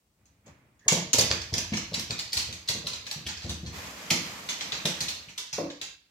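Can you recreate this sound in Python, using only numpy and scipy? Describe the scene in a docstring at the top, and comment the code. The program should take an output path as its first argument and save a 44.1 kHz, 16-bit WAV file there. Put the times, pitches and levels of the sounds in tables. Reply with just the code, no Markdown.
"""A dog's claws tick and skid as it jumps off a sofa and trots down a laminate hallway to its bed,
turns round in it and steps out: bursts of gritty contact excite a resonance of nail and board.
Pads thud as decaying floor modes and noise; the bare rooms ring, more so as the dog gets further away.
Cloth rustles on the sofa and in the bed as enveloped noise, and a faint wavering tone squeaks at the jump.
Near the end a dull knock close by, with a small rebound, rings in damped modes over a faint steady noise."""
import sys
import numpy as np
from scipy import signal
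from scipy.fft import rfft, irfft
from scipy.io import wavfile
from scipy.ndimage import uniform_filter1d

SR = 44100
rng = np.random.default_rng(int(sys.argv[2]) if len(sys.argv) > 2 else 0)


def transcribe(u):
    """Save the signal u as a 16-bit wav file named by the first command-line argument.

    u: samples, shape (n,) or (channels, n), limited to [-1, 1]; the rate is SR.
    q: integer samples, one column per channel.
    """
    v = np.clip(np.atleast_2d(u).T, -1, 1)
    q = np.round(v * 32767).astype(np.int16)
    wavfile.write(sys.argv[1], SR, q)


N = 269362
TIME = np.arange(N) / SR
CONTACT_TIME = TIME[:8192]  # time axis of one contact burst
CUTOFF_HZ = 15900  # upper limit of the sound
TROT_FROM_S, TROT_UNTIL_S = 1.18, 3.7


def from_db(db):
    """Logarithmic level: decibels to amplitude gain."""
    return 10 ** (np.asarray(db) / 20)


def rms_one(x):
    """Power normalisation: scale to unit rms."""
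    return x / np.sqrt(np.mean(x ** 2) + 1e-20)


def energy_one(x):
    """Energy normalisation: scale to a unit sum of squares."""
    return x / np.sqrt(np.sum(x ** 2) + 1e-20)


def at_hz(points, hz):
    """Logarithmic frequency: interpolate a table over log-frequency."""
    freqs, values = np.transpose(points)
    return np.interp(np.log(np.maximum(hz, 1)), np.log(freqs), values)


def colour(x, points):
    """Minimum phase: a causal filter whose response follows from its dB spectrum by the cepstrum."""
    size = 4096
    gain_db = at_hz(points, np.fft.rfftfreq(size, 1 / SR))
    cepstrum = irfft(np.log(from_db(gain_db)))
    # fold the cepstrum onto positive time
    cepstrum[1:size // 2] *= 2
    cepstrum[size // 2 + 1:] = 0
    response = irfft(np.exp(rfft(cepstrum)))
    return signal.fftconvolve(x, response)[:len(x)]


def resonate(x, hz, width_hz):
    """Damped resonance: a two-pole filter with unit gain at its peak."""
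    r = np.exp(-np.pi * width_hz / SR)
    numerator = np.array([1, 0, -1]) * (1 - r * r) / 2
    denominator = [1, -2 * r * np.cos(2 * np.pi * hz / SR), r * r]
    return signal.lfilter(numerator, denominator, x + 1e-18)


def linger(x, modes):
    """Modal superposition: narrow resonances prolong a few pitches of a sound."""
    return x + sum(from_db(db) * resonate(x, hz, width) for hz, width, db in modes)


def struck(modes, contact_s):
    """Modal decay: one soft blow sets off damped sines, alternating in sign."""
    t = TIME[:SR // 2]
    ring = 0
    for k, (hz, db, t60) in enumerate(modes):
        ring = ring + (-1) ** k * from_db(db - 60 * t / t60) * np.sin(2 * np.pi * hz * t)
    return ring * (1 - np.exp(-t / contact_s))


def burst(rise_s, decay_s, grain_db, evenness=0.75):
    """Frictional contact: a patter of uneven tiny impacts swells and dies; flattened spectrum, unit energy."""
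    t = CONTACT_TIME
    grain_levels = np.repeat(rng.standard_normal(len(t) // 32), 32)
    sizes = from_db(grain_db * grain_levels)
    shape = sizes * (1 - np.exp(-t / rise_s)) * np.exp(-t / max(decay_s, 1e-4))
    spectrum = rfft(rng.standard_normal(len(t)) * shape)
    even = irfft(spectrum / (np.abs(spectrum) + 1e-12) ** min(evenness, 1))
    # flattening smears the burst in time, so fade its tail
    return energy_one(even * np.exp(-t / (8 * max(decay_s, 1e-4))))


def add(track, s, sound):
    """Linear superposition: mix a sound into a track at a given time."""
    start = round(s * SR)
    track[start:start + len(sound)] += sound[:len(track) - start]


# likeness of diffuse sound at the two microphones: (frequency [Hz], correlation [-1 to 1])
LIKENESS = [(100, 0.96), (200, 0.97), (350, 0.88), (700, 0.49), (1300, 0.0074), (16000, 0.12)]


def diffuse_bands(size):
    """Diffuse-field coherence: half-octave noise bands, (Hz, stereo band), correlated as from all sides."""
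    edges = 40 * 2 ** (np.arange(19) / 2)
    white = rng.standard_normal((2, 2, size))
    for k, (low, high) in enumerate(zip(edges, edges[1:])):
        band_pass = signal.butter(2, [low, high], "band", fs=SR, output="sos")
        # neighbouring bands use independent noise
        mid, side = signal.sosfilt(band_pass, white[k % 2])
        hz = np.sqrt(low * high)
        alike = np.clip(at_hz(LIKENESS, hz), -1, 1)
        yield hz, np.sqrt(1 + alike) * mid + np.sqrt(1 - alike) * side * [[1], [-1]]


def wash(spectrum):
    """Filtered noise: diffuse stereo noise of a given colour, unit rms."""
    return rms_one(sum(band * from_db(at_hz(spectrum, hz)) for hz, band in diffuse_bands(N)))


# hallway reverberation: (frequency [Hz], decay by 60 dB [s])
HALL_T60 = [(70, 0.81), (160, 0.33), (350, 0.35), (800, 0.41), (2000, 0.57), (4500, 0.54), (7000, 0.35),
            (13000, 0.29)]


def hall(x, gap_s, build_s):
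    """Reverberation: reflections thicken after a short gap and decay exponentially band by band."""
    t, response = TIME[:SR], 0
    build = 1 - np.exp(-np.maximum(t - gap_s, 0) / build_s)
    for hz, band in diffuse_bands(SR):
        decay = from_db(-60 * t / at_hz(HALL_T60, hz))
        # weight by bandwidth, so that the energy per Hz is even
        response = response + np.sqrt(hz) * energy_one(band * build * decay)
    return signal.fftconvolve(x[None], np.sqrt(2) * energy_one(response), axes=1)[:, :N]


# spectrum of the quiet in the flat: (frequency [Hz], relative level per Hz [dB])
QUIET = [(18, -31), (30, 11), (124, -4.5), (461, -13.5), (1220, -17.5), (1460, -20.5), (7470, -23.5),
         (8080, -23.5), (12000, -30), (16000, -25)]


def quiet():
    """Stationary noise: the steady, faint background of the flat."""
    quiet_db = -66.5
    return from_db(quiet_db) * wash(QUIET)


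SHIFT_ATTACK_S, SHIFT_SAG_DB_PER_S, SHIFT_RELEASE_DB_PER_S = 0.053, 1, 47


def swell(s, length_s):
    """Amplitude envelope: a movement builds up, sags while it lasts, then dies away."""
    t = np.maximum(TIME - s, 0)
    fall_db = SHIFT_SAG_DB_PER_S * t + SHIFT_RELEASE_DB_PER_S * np.maximum(t - length_s, 0)
    return np.minimum(t / SHIFT_ATTACK_S, 1) * from_db(-fall_db)


# shifts of weight on the soft sofa cover, later in the crisper bed:
# (time [s], length [s], rustle level [dB], heave level of the cushions [dB], upper edge of the rustle [Hz])
SHIFTS = [(0.16, 1.48, -69.5, -63.5, 2800), (0.433, .04, -53.5, -52, 2620),
          (3.708, 0.17, -40.5, -53, 15200), (3.94, 1.1, -43.5, -62.5, 14960), (4.18, 0.12, -43, -67, 15000)]
# spectrum of rubbing cloth: (frequency [Hz], relative level per Hz [dB])
RUSTLE_COLOUR = [(47, -33), (80, -31), (203, 4), (369, -8.5), (563, -2.5), (768, -5.5), (1120, -1.5),
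                 (1280, -7.5), (2040, -2), (3320, -7.5), (6170, -9), (8600, -44.5), (14000, -8),
                 (16000, -50)]
# dull spectrum of heaving cushions, also of thudding pads: (frequency [Hz], relative level per Hz [dB])
THUMP_COLOUR = [(25, -18.5), (45, -1.5), (65, 2.5), (110, 3), (170, -2), (260, -5), (380, -16),
                (700, -17.5), (2000, -67.5)]


def fabric(flutter_db=0.36):
    """Friction noise: cloth hisses unevenly at each shift of weight, and the cushions under it heave."""
    swish_db = -54.5  # coat and legs swish faintly during the trot
    cloth = wash(RUSTLE_COLOUR)
    rub = from_db(swish_db) * swell(TROT_FROM_S, TROT_UNTIL_S - TROT_FROM_S) * cloth
    heave = 0
    for s, length_s, rustle_db, heave_db, edge_hz in SHIFTS:
        movement = swell(s, length_s)
        # each movement rubs another patch of cloth
        patch = np.roll(cloth, rng.integers(N), axis=1)
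        soften = signal.butter(4, min(edge_hz, CUTOFF_HZ), fs=SR, output="sos")
        rub = rub + from_db(rustle_db) * movement * signal.sosfilt(soften, patch)
        # overlapping heaves add in power
        heave = np.hypot(heave, from_db(heave_db) * movement)
    catching = rms_one(uniform_filter1d(rng.standard_normal(N), size=700))
    return rub * from_db(flutter_db * catching) + heave * wash(THUMP_COLOUR)


# dull knock close by and its rebound: (time [s], level [dB])
KNOCKS = [(5.582, -18.5), (5.630, -29)]
# modes it rings with: (frequency [Hz], level [dB], decay by 60 dB [s])
KNOCK_MODES = [(175, -8, 0.11), (223, -33, .16), (289, -13, 0.35), (328, -8.5, 0.2), (384, -25, .2),
               (496, -5, 0.075), (576, -9, 0.16), (780, -21, 0.059), (1136, -19, 0.067)]
# spectrum of its thud: (frequency [Hz], relative level [dB])
KNOCK_COLOUR = [(50, -41), (120, -8), (280, 0.5), (400, -5), (550, 2), (800, -9), (1080, -9.5), (1300, -19),
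                (4000, -44)]


def knock(ring_db=-5.5, thud_db=16.0, room_db=2.5):
    """Impact excitation: a soft bump on something hollow gives a thud and a modal ring."""
    track = np.zeros(N)
    for s, level_db in KNOCKS:
        contact = burst(rise_s=0.0012, decay_s=0.0074, grain_db=1.0, evenness=0.68)
        thud = energy_one(colour(contact, KNOCK_COLOUR))
        add(track, s, from_db(level_db + ring_db) * struck(KNOCK_MODES, contact_s=0.0013))
        add(track, s, from_db(level_db + thud_db) * thud)
    return track + from_db(room_db) * hall(track, gap_s=0.0017, build_s=0.0025)


def squeak(waver_hz=100):
    """Frequency modulation: a thin tone of wavering pitch swells and stops as the dog pushes off the sofa."""
    start_s, length_s, level_db, centre_hz = .805, .075, -57, 1780
    pitch = centre_hz + waver_hz * rms_one(uniform_filter1d(rng.standard_normal(N), size=100))
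    progress = np.clip((TIME - start_s) / length_s, 0, 1)
    envelope = 2 * np.sqrt(progress * (1 - progress))
    tone = from_db(level_db) * envelope * np.sin(2 * np.pi * np.cumsum(pitch) / SR)
    return tone + hall(tone, gap_s=0.0027, build_s=0.0019)


# pads landing: (time [s], overall level [dB], board pitch [Hz], slap and clack level [dB], deep bass gain [dB])
PADS = [(0.463, -48, 185, 7.5, -18), (0.858, -35.5, 123, 3, -3.5), (.918, -15.5, 173, 1.5, -9),
        (0.963, -24, 151.6, 5, -13.5), (1.14, -21.5, 264, -0.5, -6), (1.181, -17, 105, 2.5, -9.5),
        (1.219, -25.5, 117, -17.5, 2), (1.301, -21.5, 76, -1, -2), (1.522, -20, 80.5, -10.5, 4),
        (1.579, -31.5, 202, -9, -4), (1.72, -16.5, 203, -13, -3), (1.915, -27, 174, -3, 3),
        (1.975, -26.5, 213, -9, -9), (2.099, -25, 117.4, -7.5, -5), (2.355, -30.5, 122, -15, 11),
        (2.483, -30.5, 113, -9, -5.5), (2.692, -30, 119, -4, -4), (2.747, -27, 197, -7.5, -1),
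        (2.839, -33.5, 162, -2, 6), (2.91, -40, 107, -0.5, 2), (3.04, -40, 90, -10, -5.5),
        (3.159, -31, 148, -27, -4), (3.255, -28.5, 83, -16, -4), (3.443, -21.5, 94, -14, -9),
        (3.493, -22, 76, -24, -10), (3.63, -26, 179, -38, 5), (3.667, -29, 97, -38, -12),
        (4.113, -15, 170, -24, -14.5), (4.608, -37.5, 273, -6, -5), (4.726, -33.5, 132, -4, -4),
        (4.85, -19.5, 164.6, -1, -28.5), (5.008, -30, 164, -7, 4), (5.273, -43.5, 154, -30, 2),
        (5.529, -37.5, 150, -28, 2), (5.82, -48, 115, -21, -6)]
# spectrum of a pad's slap: (frequency [Hz], relative level [dB])
SLAP_COLOUR = [(40, -21), (120, -5.5), (250, -9.5), (370, -1), (520, -3), (620, 9), (760, -1), (1100, -1.5),
               (1600, -31), (4000, -45.5)]
# a laminate plank slapped down on its underlay: (frequency [Hz], level [dB], decay by 60 dB [s])
PLANK_MODES = [(413, -3.5, 0.049), (458, -5.5, 0.13), (521, -14, 0.3), (578.5, -4.5, 0.095),
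               (659, -25.5, 0.074)]
# low resonances of floor and hallway: (frequency [Hz], width [Hz], gain [dB])
BOOM_MODES = [(191, 15, 4), (337, 30, 7.5), (460, 24, 7.5), (540, 5.7, -37)]


def pads(push_db=-4.0, thump_db=14.0, slap_db=9.5, plank_db=-6.0, board_t60=0.097, room_db=1.0):
    """Structure-borne sound: a paw's weight sets the floating floor booming, the pad slaps, a plank clacks."""
    track, boards = np.zeros(N), np.zeros(N)
    plank = struck(PLANK_MODES, contact_s=0.0053)
    for s, weight_db, hz, hard_db, deep_db in PADS:
        weight = from_db(weight_db)
        board = struck([(hz, 0, board_t60)], contact_s=0.0016)
        heavy = burst(rise_s=0.0095, decay_s=0.017, grain_db=3.0, evenness=1.0)
        thump = energy_one(colour(heavy, THUMP_COLOUR))
        thump = colour(thump, [(85, deep_db), (150, 0.017)])
        sharp = burst(rise_s=0.001, decay_s=0.013, grain_db=4.5, evenness=0.88)
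        slap = energy_one(colour(sharp, SLAP_COLOUR))
        add(boards, s, weight * (from_db(push_db) * board + from_db(hard_db + plank_db) * plank))
        add(track, s, weight * (from_db(thump_db) * thump + from_db(hard_db + slap_db) * slap))
    # the boards radiate poorly into the room and reach the microphone mostly along the floor
    airborne = linger(track, BOOM_MODES) + from_db(-4.0) * boards
    return track + boards + from_db(room_db) * hall(airborne, gap_s=0.0027, build_s=0.0023)


# the dog's way from the sofa to its bed: (time [s], distance [m], left minus right level [dB])
PATH = [(.88, 2.95, -0.5), (1.3, 2.6, -2), (1.599, 5.6, -0.5), (3.4, 16.8, -0.1), (5.8, 16.4, -1.1)]


def on_path(s):
    """Source position: distance and bearing of the dog, interpolated in time."""
    times, *columns = np.transpose(PATH)
    return [np.interp(s, times, column) for column in columns]


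# a longer skid also starts more softly: rise time over decay time
SKID_RISE_SHARE = 0.39
# nail ticks: how many, over how many skid decay times, level against the skid, decay of a tick
NAIL_COUNT, NAIL_SPREAD, NAIL_DB, NAIL_DECAY_S = 4, 2.2, -7, 0.00049


def paw_contact(skid_s):
    """Sliding friction: a short gritty skid, with the nails ticking one after another on top."""
    paw = burst(rise_s=SKID_RISE_SHARE * skid_s, decay_s=skid_s, grain_db=2.5, evenness=0.8)
    for delay in np.sort(rng.random(NAIL_COUNT)) * NAIL_SPREAD * skid_s:
        nail = burst(rise_s=0.0004, decay_s=NAIL_DECAY_S, grain_db=2.0)
        add(paw, delay, from_db(NAIL_DB) * nail)
    return paw


# a harder strike has more top and less wood: gain at hardness 0 [dB], change per dB of hardness
WOOD_DB, WOOD_PER_HARDNESS = 8, -0.21
TOP_DB, TOP_PER_HARDNESS = -3.5, 0.55
# reflections over the straight path at one metre, and their gain for each doubling of the distance
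WET_DB, WET_DB_PER_DOUBLING = 0.35, 2
BRUSH_LEAD_S, BRUSH_DB = .009, -0.5
STRIKE_DELAY_S, RIGHT_LAG_S = .0005, 0.0003284
# claw strikes, the first three only on the sofa cover:
# (time before the strike delay [s], level [dB], ring pitch [Hz], hardness [dB], skid decay [s])
CLAWS = [(.2535, -46.5, 6640, 6, 0.0061), (.4584, -42.5, 6870, 2, 0.01), (.792, -47.5, 6700, -4.5, 0.0033),
         (.8803, -5, 6700, 0, 0.0041), (.9185, -10, 7040, 11.5, 0.0059), (1.1308, -8.5, 6840, 9, 0.0018),
         (1.1352, -7.5, 6400, 8, .0028), (1.1818, -7.5, 6940, 15, 0.0034), (1.1888, -6.5, 4800, 13, 0.0053),
         (1.2089, -10.5, 6050, -0.5, 0.0024), (1.301, -26, 4900, -23, 0.0043),
         (1.3128, -10, 4700, -21, .001), (1.3224, -20.5, 4430, 8, 0.0021), (1.4156, -26, 4940, -2, 0.0026),
         (1.5378, -15.5, 5370, 1, .003), (1.579, -15, 5330, 5, .004), (1.732, -18, 2270, -7, 0.0052),
         (1.7697, -20, 5450, -2, 0.0025), (1.9394, -17, 4070, 1, 0.0043), (1.9934, -20, 4860, 11, .0026),
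         (2.106, -19, 4300, -1.5, .0018), (2.1888, -20.5, 4380, 3, .0035),
         (2.3288, -15.5, 4300, 11.5, 0.0044), (2.369, -14, 4300, 12, 0.0033),
         (2.3942, -21, 4300, 7, 0.0051), (2.5261, -27.5, 3860, 1, 0.0016),
         (2.6845, -13.5, 4300, 8.5, 0.0041), (2.867, -20.5, 4160, 2.5, 0.0034),
         (2.931, -25, 4000, -1, 0.0035), (3.0646, -27, 4060, 3, 0.0045), (3.1113, -21, 4300, 10, 0.0013),
         (3.2637, -23, 3010, 6.5, 0.0041), (3.2845, -24.5, 4330, -16, 0.0049),
         (3.369, -33, 4670, -4, 0.0036), (3.4086, -30, 4260, -6.5, 0.027),
         (3.491, -23.5, 3800, 7.5, 0.0074), (3.661, -31.5, 4150, -4, .007),
         (4.1016, -11.5, 2900, 12, 0.004), (4.1074, -13, 4630, -34, .0025),
         (4.4872, -19.5, 3360, -2, 0.0049), (4.488, -24.5, 6550, 6, 0.014),
         (4.6074, -21.5, 3600, -9, 0.0045), (4.7192, -18.5, 3670, -14.5, 0.0041),
         (4.8524, -14, 3700, 6, 0.0041), (5.0041, -17.5, 4340, 11, 0.0049),
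         (5.0813, -20.5, 3750, 6.5, 0.0049), (5.2849, -35, 2620, -4, 0.0039),
         (5.376, -22, 3700, 7.5, 0.0066), (5.5279, -22, 5460, 1, 0.0045), (5.6995, -33, 3830, -18, 0.0032),
         (5.8127, -24, 3600, 0, 0.0032)]
# thin lingering rings in the clatter: (frequency [Hz], width [Hz], gain [dB])
BRIGHT_MODES = [(2418, 17, -40), (4250, 24, -2), (4200, 24, -13.5), (4800, 15.2, -12), (6000, 19, -15),
                (6050, 300, -3.5), (5900, 38, -10.5), (6400, 31, -14), (6740, 13, -13.5), (6100, 35, -22)]
# colour of the whole clatter: (frequency [Hz], gain [dB])
CLAW_COLOUR = [(100, -22.5), (400, -13), (900, -6), (1350, -9), (1800, -3), (2500, 2), (3200, 3.5),
               (4300, 6.5), (5600, 4.5), (6800, 4), (7600, -0.5), (8600, -8.5), (11500, -9), (15500, -21)]


def claws(tick_db=12.0, ring_db=13.5, far_ring_db=-2.0, ring_width_hz=620):
    """Resonant contact: landing, skidding claws ring at the pitch of nail and board; reflections grow with distance."""
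    direct, sent = np.zeros((2, N)), np.zeros((4, N))
    for k, (s, level_db, hz, hardness_db, skid_s) in enumerate(CLAWS):
        metres, _ = on_path(s)
        wood_db = WOOD_DB + WOOD_PER_HARDNESS * hardness_db
        top_db = TOP_DB + TOP_PER_HARDNESS * hardness_db
        tone = [(1800, wood_db), (3800, 0), (7200, 0.003), (9000, top_db)]
        contact = paw_contact(skid_s)
        ringing = contact + from_db(ring_db) * resonate(contact, hz, ring_width_hz)
        tick = from_db(level_db + tick_db) * energy_one(colour(ringing, tone))
        # the straight path keeps more of the top than the reflections
        tick = colour(tick, [(1500, 1.9), (7200, 1.75), (9500, 5.1)])
        # the lag between the channels varies from paw to paw
        lag_s = RIGHT_LAG_S + .0002 * rng.standard_normal()
        add(direct[0], s + STRIKE_DELAY_S, tick)
        add(direct[1], s + STRIKE_DELAY_S + lag_s, from_db(-1.5) * tick)
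        # during the trot the claw tips brush the floor a moment before the weight comes down
        if TROT_FROM_S < s < TROT_UNTIL_S:
            touch = burst(rise_s=0.0013, decay_s=0.016, grain_db=0.5)
            brush = from_db(level_db + BRUSH_DB) * energy_one(resonate(touch, hz, width_hz=1600))
            for channel in direct:
                add(channel, s - BRUSH_LEAD_S, brush)
        # summed over all directions the ring is weaker
        far_ringing = contact + from_db(far_ring_db) * resonate(contact, hz, width_hz=850)
        spread = energy_one(colour(far_ringing, tone))
        wet_db = WET_DB + WET_DB_PER_DOUBLING * np.log2(metres)
        add(sent[k % len(sent)], s + STRIKE_DELAY_S, from_db(level_db + tick_db + wet_db) * spread)
    # successive paws land on different spots: four sets of reflections take turns
    reflected = sum(hall(linger(track, BRIGHT_MODES), gap_s=0.00025, build_s=0.00048) for track in sent)
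    _, bearing_db = on_path(TIME)
    pan = from_db(bearing_db / 2 * np.array([[1], [-1]]))
    return pan * np.array([colour(channel, CLAW_COLOUR) for channel in direct + reflected])


def scene():
    """Superposition: the quiet of the flat, the cloth, the knock and the dog add up."""
    return quiet() + fabric() + knock() + squeak() + pads() + claws()


# quiet moments are turned down: threshold, dB per dB below it, deepest cut, averaging time
SUPPRESS_BELOW_DB, SUPPRESS_SLOPE, SUPPRESS_MAX_DB, SUPPRESS_S = -48.5, 0.86, 4.5, .04


def suppress(x):
    """Downward expansion: the gain sinks as the short-time level falls below a threshold."""
    power = uniform_filter1d(np.mean(x ** 2, axis=0), int(SUPPRESS_S * SR))
    below_db = SUPPRESS_BELOW_DB - 10 * np.log10(np.maximum(power, 1e-12))
    return x * from_db(-np.clip(SUPPRESS_SLOPE * below_db, 0, SUPPRESS_MAX_DB))


RUMBLE_CUT_HZ, OVERLOAD = 60, .95  # OVERLOAD: amplitude at which peaks saturate
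# the two microphone ports differ in colour: (frequency [Hz], left minus right level [dB])
PORTS = [(100, 1.5), (550, 0.5), (1200, -2), (1900, -3.5), (2700, -2.5), (3700, 0), (5200, -3),
         (6000, -2.5), (6750, -8.5), (7250, 8), (8100, 12.5), (9500, 7), (11500, 7), (15000, 5.5)]


def record(dry):
    """Transduction: ports colour the channels, bass rolls off, quiet sinks, peaks saturate, the top is cut."""
    heard = []
    for channel, side in zip(dry, (1, -1)):
        heard.append(colour(channel, [(hz, side * db / 2) for hz, db in PORTS]))
    high_pass = signal.butter(4, RUMBLE_CUT_HZ, "high", fs=SR, output="sos")
    heard = signal.sosfilt(high_pass, heard)
    rounded = OVERLOAD * np.tanh(suppress(heard) / OVERLOAD)
    low_pass = signal.ellip(10, .1, 80, CUTOFF_HZ, fs=SR, output="sos")
    return signal.sosfilt(low_pass, rounded)


dry = scene()
out = record(dry)
transcribe(out)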